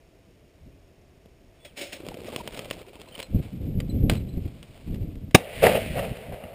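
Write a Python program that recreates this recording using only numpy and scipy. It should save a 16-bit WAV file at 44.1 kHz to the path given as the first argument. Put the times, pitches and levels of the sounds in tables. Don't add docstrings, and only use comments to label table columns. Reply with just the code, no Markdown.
import sys
import numpy as np
from scipy import signal
from scipy.fft import rfft, irfft, next_fast_len
from scipy.io import wavfile
from scipy.ndimage import uniform_filter1d

SR = 44100
rng = np.random.default_rng(int(sys.argv[2]) if len(sys.argv) > 2 else 0)


def dump(signal):
    limited = np.clip(np.atleast_2d(signal).T, -1, 1)
    pcm = np.round(limited * 32767).astype(np.int16)
    wavfile.write(sys.argv[1], SR, pcm)


N = 288414

# time in seconds, level in dB before the mix of hiss and crackle.
RUSTLE_MOTION = [(1.55, -65), (1.98, -55), (2.25, -50), (2.58, -49), (2.87, -55.5), (3.5, -54.5),
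                 (3.72, -59.5), (3.95, -57), (4.3, -57.5), (4.79, -56), (5.33, -64)]
# time in seconds, level in dB before the rubbing gain.
CLOTH_MOTION = [(2.0, -43.5), (2.288, -39), (2.534, -44.5), (2.644, -45), (2.954, -50.5), (3.162, -53),
                (3.3, -53)]
# frequency in Hz, relative level in dB.
CRACK_TONE = [(600, -25), (1000, -2.5), (1250, -5.5), (1500, -7.5), (1750, -5), (2700, 3.5), (3300, 2.5),
              (4000, -8), (5500, -4.5)]
# frequency in Hz, relative level in dB.
KNOCK_TONE = [(60, -7.5), (230, 1.5), (400, -1), (600, -0.5), (800, -6.5), (1100, -24), (3000, -63.5)]
WALK_START_S, WALK_END_S = 2.02, 3.25


def from_db(db):
    return 10 ** (np.asarray(db) / 20)


def rms_one(x):
    return x / np.sqrt(np.mean(x ** 2) + 1e-20)


def seconds():
    return np.arange(N) / SR


def level_curve(rows):
    s, db = np.transpose(rows)
    edges = [s[0] - 0.015, s[0], s[-1], s[-1] + 0.015]
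    return from_db(np.interp(seconds(), s, db)) * np.interp(seconds(), edges, [0, 1, 1, 0])


def coloured(x, spectrum):
    size = 2 * next_fast_len(N // 2 + SR // 8)
    hz, db = np.transpose(spectrum)
    octave = np.log2(np.maximum(np.arange(size // 2 + 1) * SR / size, 1))
    below = np.maximum(np.log2(hz[0]) - octave, 0)
    above = np.maximum(octave - np.log2(hz[-1]), 0)
    gain = rms_one(from_db(np.interp(octave, np.log2(hz), db) - 12 * (below + above)))
    cepstrum = irfft(np.log(gain))
    cepstrum[1:size // 2] *= 2
    cepstrum[size // 2 + 1:] = 0
    return irfft(rfft(x, size) * np.exp(rfft(cepstrum)))[:N]


def drift(knots_per_s):
    knots = rng.standard_normal(N // 20)
    return rms_one(np.interp(seconds() * knots_per_s, np.arange(len(knots)), knots))


def evened(x, span_s):
    power = uniform_filter1d(x ** 2, max(int(span_s * SR), 2))
    return x / np.sqrt(np.maximum(power, 1e-9))


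def noise(spectrum):
    return coloured(rng.standard_normal(N), spectrum)


def grains(per_s, spread_db):
    sizes = from_db(spread_db * np.minimum(rng.exponential(1, N), 4))
    signs = rng.choice([-1, 1], N)
    return rms_one(sizes * signs * (rng.random(N) < per_s / SR))


def swells(rows):
    power = np.zeros(N)
    for peak_s, db, rise, decay in rows:
        age = seconds() - peak_s
        fall = np.where(age < 0, (age / rise) ** 2, age / decay)
        power += (from_db(db) * np.exp(-np.minimum(fall, 20))) ** 2
    return np.sqrt(power)


def contacts(rows, scatter, decay_s):
    sharp, dull = np.zeros(N), np.zeros(N)
    age = np.arange(SR // 20) / SR
    for s, db, knock_db in rows:
        burst = rng.standard_normal(len(age)) * np.exp(-age / decay_s)
        burst *= scatter / np.linalg.norm(burst)
        burst[0] += 1
        burst /= np.linalg.norm(burst)
        at = round(s * SR)
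        sharp[at:at + len(age)] += from_db(db) * burst
        dull[at:at + len(age)] += from_db(db + knock_db) * burst
    return sharp, dull


def crack_and_knock(sharp, dull, crack_db, knock_db):
    crack = from_db(crack_db) * coloured(sharp, CRACK_TONE)
    return crack + from_db(knock_db) * coloured(dull, KNOCK_TONE)


def still_air(level_db):
    # frequency in Hz, relative level in dB per Hz.
    air_tone = [(15, -34.5), (25, -6.5), (72, -5.5), (152, -15), (183, -19.5), (355, -11.5), (456, -15.5),
                (560, -17), (672, -15.5), (789, -26), (1400, -32), (2420, -27.5), (4280, -36),
                (5900, -31.5), (7670, -71.5)]
    return from_db(level_db) * noise(air_tone)


def whistle():
    # time in seconds, pitch in Hz, level in dB.
    whistle_path = [(1.605, 3400, -63), (1.63, 3470, -59), (1.69, 3300, -56), (1.705, 2850, -62),
                    (1.728, 2250, -66)]
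    s, hz, db = np.transpose(whistle_path)
    pitch = np.interp(seconds(), s, hz)
    return level_curve(np.column_stack([s, db])) * np.sin(2 * np.pi * np.cumsum(pitch) / SR)


def insect(level_db, flicker_db, start_hz, fall_hz, stroke_share):
    # time in seconds, strokes per second.
    wing_pace = [(0, 42), (.45, 81), (.66, 43), (1.2, 28), (1.33, 56), (1.7, 72)]
    s, pace = np.transpose(wing_pace)
    strokes = np.cumsum(np.interp(seconds(), s, pace)) / SR
    along = np.minimum(strokes % 1 / stroke_share, 1)
    tone = np.sin(2 * np.pi * np.cumsum(start_hz - fall_hz * along) / SR)
    level = from_db(level_db + flicker_db * drift(knots_per_s=40))
    fade_out = np.clip((s[-1] - seconds()) * 10, 0, 1)
    return level * np.sin(np.pi * along) * tone * fade_out


def wind_and_thumps(rumble_db, lumpy_db):
    # start of the hold in seconds, its length in seconds, level in dB before the rumble gain.
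    rumble_list = [(0.633, 0.14, -55), (2.093, 0.74, -53.5), (3.337, 0.067, -23), (3.539, 0.95, -31),
                   (3.706, 0.52, -29), (4.012, 0.11, -22), (4.881, 0.21, -30.5), (5.101, 0.19, -37),
                   (5.57, 0.55, -35), (6.281, 0.058, -37.5)]
    # frequency in Hz, relative level in dB.
    wind_tone = [(12, -38), (20, -2), (85, 2.5), (187, -2), (236, -6), (276, -6.5), (307, -11),
                 (376, -15.5), (536, -22), (800, -38.5), (1040, -66)]
    rise_s, decay_s = 0.021, 0.012
    wake_db, wake_decay_s = -13.5, 0.25
    power = from_db(-61) ** 2
    for s, length, db in rumble_list:
        early = np.maximum(s - seconds(), 0)
        late = np.maximum(seconds() - s - length, 0)
        rise = np.exp(-np.minimum(early / rise_s, 20))
        wake = from_db(wake_db) * np.exp(-late / wake_decay_s)
        fall = np.maximum(np.exp(-late / decay_s), wake)
        power = power + (from_db(db) * rise * fall) ** 2
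    lumps = from_db(rumble_db + lumpy_db * drift(knots_per_s=50))
    return lumps * np.sqrt(power) * evened(noise(wind_tone), 0.058)


def grass(crackle_db, hiss_db, patchy_db, rubbing_db):
    # peak in seconds, level in dB before hiss and crackle.
    brush_and_rattle_list = [(2.55, -52), (3.15, -49.5), (3.204, -45), (4.112, -36.5)]
    # peak in seconds, level in dB, rise in seconds, decay in seconds.
    swish_list = [(1.652, -41, 0.004, 0.014), (1.779, -35.5, 0.011, 0.078), (1.814, -32.5, 0.0037, 0.03),
                  (1.931, -32.5, 0.0073, 0.013), (1.965, -44.5, 0.018, 0.013), (2.275, -42.5, 0.015, 0.014),
                  (2.395, -45, 0.024, 0.016), (2.578, -44.5, 0.015, 0.016), (2.732, -40.5, 0.0056, 0.0099)]
    # frequency in Hz, relative level in dB.
    rustle_tone = [(300, -3), (600, 6.5), (950, -4.5), (1250, -6), (1750, -9.5), (2300, -1), (3100, -3.5),
                   (4300, -9), (5500, -13.5)]
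    rubbing_tone = [(100, -0.5), (220, 0.5), (400, -2), (580, -2.5), (800, -27.5), (1300, -21)]
    swish_tone = [(88, -46), (150, -21.5), (299, -7.5), (375, -5.5), (480, -18), (559, 0), (641, -8.5),
                  (1060, -28), (2250, -10), (4020, -15), (4610, -21), (5290, -12.5), (5800, -18),
                  (7540, -56), (12800, -120)]
    bursts = swells([(s, db, 0.015, 0.036) for s, db in brush_and_rattle_list])
    motion = np.hypot(level_curve(RUSTLE_MOTION), bursts)
    vigour = np.minimum(motion / from_db(-51.5), 1)
    clumps = from_db(patchy_db * np.sqrt(vigour) * drift(knots_per_s=66))

    hiss = from_db(hiss_db) * rng.standard_normal(N)
    crackle = from_db(crackle_db) * vigour * grains(per_s=540, spread_db=4.0)
    rustle = coloured((hiss + crackle) * motion * clumps, rustle_tone)

    cloth = grains(per_s=1000, spread_db=5) * level_curve(CLOTH_MOTION) * clumps
    rubbing = from_db(rubbing_db) * coloured(cloth, rubbing_tone)

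    sweeps = evened(grains(per_s=5000, spread_db=-0.5), 0.0024) * swells(swish_list)
    return rustle + rubbing + coloured(sweeps, swish_tone)


def creaks(per_s, length_s, centre_hz, spread_octaves, level_db):
    chance = rng.standard_normal((80, 3))
    s = WALK_START_S + (np.arange(len(chance)) + 0.5 * chance[:, 0]) / per_s
    hz = centre_hz * 2 ** (spread_octaves * np.clip(chance[:, 1], -2, 2))
    db = np.interp(s, *np.transpose(CLOTH_MOTION)) + level_db + 2 * chance[:, 2]
    return np.column_stack([s, np.full(len(s), length_s), hz, db])[s < WALK_END_S].tolist()


def squeaks(waver, rough_db, sag):
    # start in seconds, length in seconds, starting pitch in Hz before the waver,
    # level in dB before the flutter.
    squeak_list = [(2.282, .031, 1160, -44), (2.394, 0.028, 964, -43.5), (3.117, 0.025, 3100, -50),
                   (3.149, 0.0089, 3120, -38.5)]
    stems = creaks(per_s=45, length_s=0.013, centre_hz=577, spread_octaves=0.402, level_db=-1.0)
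    out = np.zeros(N)
    wobble = 1 + waver * drift(knots_per_s=300)
    flutter = from_db(rough_db * drift(knots_per_s=200))
    for s, length, start_hz, db in list(squeak_list) + stems:
        span = slice(round(s * SR), round((s + length) * SR))
        along = np.linspace(0, 1, span.stop - span.start)
        hz = start_hz * (1 - sag * along) * wobble[span]
        swell = from_db(db) * np.sin(np.pi * along ** 0.8) * flutter[span]
        out[span] += swell * np.sin(2 * np.pi * np.cumsum(hz) / SR)
    return out


def pings(ring_hz):
    # peak in seconds, level in dB.
    ping_list = [(3.083, -52), (3.229, -39.5), (3.899, -42.5), (4.17, -45), (4.289, -51), (4.33, -56)]
    level = swells([(s, db, 0.001, 0.012) for s, db in ping_list])
    hz = ring_hz * (1 + 0.014 * drift(knots_per_s=250))
    return level * np.sin(2 * np.pi * np.cumsum(hz) / SR)


def twigs(per_s, level_db, spread_db, knock_db):
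    chance = rng.standard_normal((64, 3))
    s = WALK_START_S + (np.arange(len(chance)) + 0.5 * chance[:, 0]) / per_s
    db = np.interp(s, *np.transpose(RUSTLE_MOTION)) + level_db + spread_db * chance[:, 1]
    knocks = knock_db + spread_db * chance[:, 2]
    return np.column_stack([s, db, knocks])[s < WALK_END_S].tolist()


def snaps(crack_db, knock_db):
    # time in seconds, level in dB, knock in dB relative to it,
    # both before the crack and knock gains.
    snap_list = [(1.2585, -51.5, 7), (2.0657, -36, 5), (2.0864, -27.5, 1.5), (2.1428, -32.5, -7),
                 (2.3618, -19.5, -6), (2.4758, -22, -8.5), (2.5457, -30, -14), (2.592, -23.5, 1),
                 (2.7021, -28.5, -27), (2.7104, -18.5, -5), (2.9552, -38, -3), (3.016, -32.5, -11),
                 (3.1792, -34.5, -2.5), (3.2017, -26, -6), (3.2199, -34, -13), (3.2278, -24.5, -11),
                 (4.6286, -33.5, -16)]
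    small = twigs(per_s=26, level_db=9.5, spread_db=2.5, knock_db=-6)
    sharp, dull = contacts(list(snap_list) + small, scatter=1.0, decay_s=0.003)
    return crack_and_knock(sharp, dull, crack_db, knock_db)


def gun_handling(ring_db, crack_db, knock_db):
    # time in seconds, level in dB, knock in dB relative to it,
    # both before the gains for ring, crack and knock.
    click_list = [(3.8027, -28.5, -16), (4.0973, -13.5, -9), (4.1148, -28, -12), (4.9445, -39, -24),
                  (4.9575, -46, 0), (5.155, -47, -18), (5.3103, -40, -26), (5.9974, -30, -16),
                  (6.1706, -37.5, -5)]
    # frequency in Hz, level in dB before the ring gain, t60 in seconds.
    steel_modes = [(480, -9, 0.048), (674, -6.5, 0.02), (720, -33, 0.032), (1176, -12, 0.028),
                   (1550, -3, 0.016), (2030, -4, 0.012), (2400, -34, 0.039), (2560, 1, 0.0024),
                   (3040, -16, 0.0049), (3200, -22, 0.011), (4120, -8, 0.018), (4700, -8, 0.018)]
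    sharp, dull = contacts(click_list, scatter=1.0, decay_s=0.004)
    out = crack_and_knock(sharp, dull, crack_db, knock_db)
    for k, (hz, db, t60) in enumerate(steel_modes):
        radius = from_db(-60 / (t60 * SR))
        angle = 2 * np.pi * hz / SR
        poles = [1, -2 * radius * np.cos(angle), radius ** 2]
        ring = signal.lfilter([0, np.sin(angle)], poles, sharp + 1e-18)
        out += (-1) ** k * from_db(db + ring_db) * ring
    return out


def forest(body_db, top_db, echo_db):
    # peak in seconds, level in dB, rise and decay in seconds.
    stand_list = [(5.637, -13, .011, 0.068), (5.775, -26, 0.05, 0.014), (5.985, -28, 0.034, .06),
                  (6.045, -31.5, 0.029, 0.033), (6.33, -37.5, 0.0092, 0.036)]
    leaf_list = [(5.72, -37.5, 0.19, 0.27)]
    # peak in seconds, level in dB before the echo gain.
    echo_list = [(5.630, -19.5), (5.64, -9.5), (5.668, -7.5), (5.693, -27), (5.753, -15), (5.779, -24),
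                 (5.960, -27.5), (5.991, -21), (6.439, -33.5)]
    # frequency in Hz, relative level in dB.
    body_tone = [(80, -12), (200, -7), (310, -19.5), (420, -3.5), (630, 1.5), (760, -8), (980, -18.5),
                 (1500, -22.5), (3000, -68)]
    top_tone = [(700, -6.5), (1100, -10), (1450, -12), (2000, 2.5), (2800, 2), (3600, -6.5), (5000, -13.5),
                (5800, -15)]
    echo_tone = [(60, -9.5), (225, 3), (320, -24.5), (430, 5.5), (540, 12), (760, -4), (1000, -27),
                 (1170, -12), (1450, -25), (2000, -8), (2400, -27), (2780, -9.5), (3800, -35), (5800, -35)]
    answer_s = 5.375
    near_grass = (answer_s, -38.5, 0.01, 0.17)
    far_forest = (answer_s, -42.5, 0.01, 11)
    level = swells([near_grass, far_forest] + list(stand_list))
    treble = from_db(-10 - 4.5 * np.maximum(seconds() - answer_s, 0))
    trunks = grains(per_s=5000, spread_db=2.5)
    body = from_db(body_db) * level * evened(coloured(trunks, body_tone), 0.027)
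    top_level = np.hypot(level * treble, swells(leaf_list))
    top = from_db(top_db) * top_level * evened(coloured(trunks, top_tone), 0.067)
    echo_level = swells([(s, db, 0.0018, 0.0073) for s, db in echo_list])
    echoes = from_db(echo_db) * echo_level * evened(noise(echo_tone), 0.0061)
    return body + top + echoes


def shot(boom_db, crack_db, split_hz):
    # peak in seconds, level in dB before the
    # boom and crack gains, rise in seconds, decay in seconds.
    blast_list = [(5.3472, -8.5, 0.0019, .002), (5.3497, 8.5, 0.0018, 0.0037),
                  (5.3535, -0.5, 0.0025, 0.0023), (5.3605, -13, 0.00085, 0.0014),
                  (5.368, -26.5, 0.004, 0.022)]
    # frequency in Hz, relative level in dB.
    blast_tone = [(30, -15), (100, 7.5), (290, 8.5), (500, 2.5), (620, 4), (800, 3.5), (1000, -17),
                  (1170, -5.5), (1400, -18), (1900, -4), (2750, -1.5), (3400, -18), (3750, -1.5),
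                  (4100, -20.5), (5800, -9)]
    pressure = noise(blast_tone)
    boom = signal.sosfilt(signal.butter(4, split_hz, "low", fs=SR, output="sos"), pressure)
    crack = signal.sosfilt(signal.butter(4, split_hz, "high", fs=SR, output="sos"), pressure)
    boom = from_db(boom_db) * evened(boom, 0.0078)
    crack = from_db(crack_db) * evened(crack, 0.0014)
    return (boom + crack) * swells(blast_list)


def scene():
    field = still_air(level_db=-57) + whistle() + wind_and_thumps(rumble_db=-0.5, lumpy_db=3.22)
    field += insect(level_db=-68.5, flicker_db=1.3, start_hz=5880, fall_hz=560, stroke_share=0.6)
    walk = grass(crackle_db=-1.0, hiss_db=-2.5, patchy_db=3.0, rubbing_db=-3.5)
    walk += squeaks(waver=0.036, rough_db=4.0, sag=0.036)
    walk += pings(ring_hz=4070) + snaps(crack_db=13.5, knock_db=19.0)
    gun = gun_handling(ring_db=-4.0, crack_db=13.5, knock_db=26.0)
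    gun += forest(body_db=0, top_db=1.4, echo_db=0.4)
    gun += shot(boom_db=-3, crack_db=-6.0, split_hz=1000)
    return (field + walk + gun)[None]


def record(dry):
    recorder_hz, hold = 12000, 4
    band = signal.sosfilt(signal.butter(10, 5610, fs=SR, output="sos"), dry)
    samples = np.clip(signal.resample_poly(band, recorder_hz, SR, axis=1), -0.93, 0.93)
    steps = np.repeat(samples, hold, axis=1)
    held = signal.resample_poly(steps, SR, hold * recorder_hz, axis=1)[:, :N]
    return signal.sosfilt(signal.ellip(10, 0.1, 70, 15400, fs=SR, output="sos"), held)


dry = scene()
out = record(dry)
dump(out)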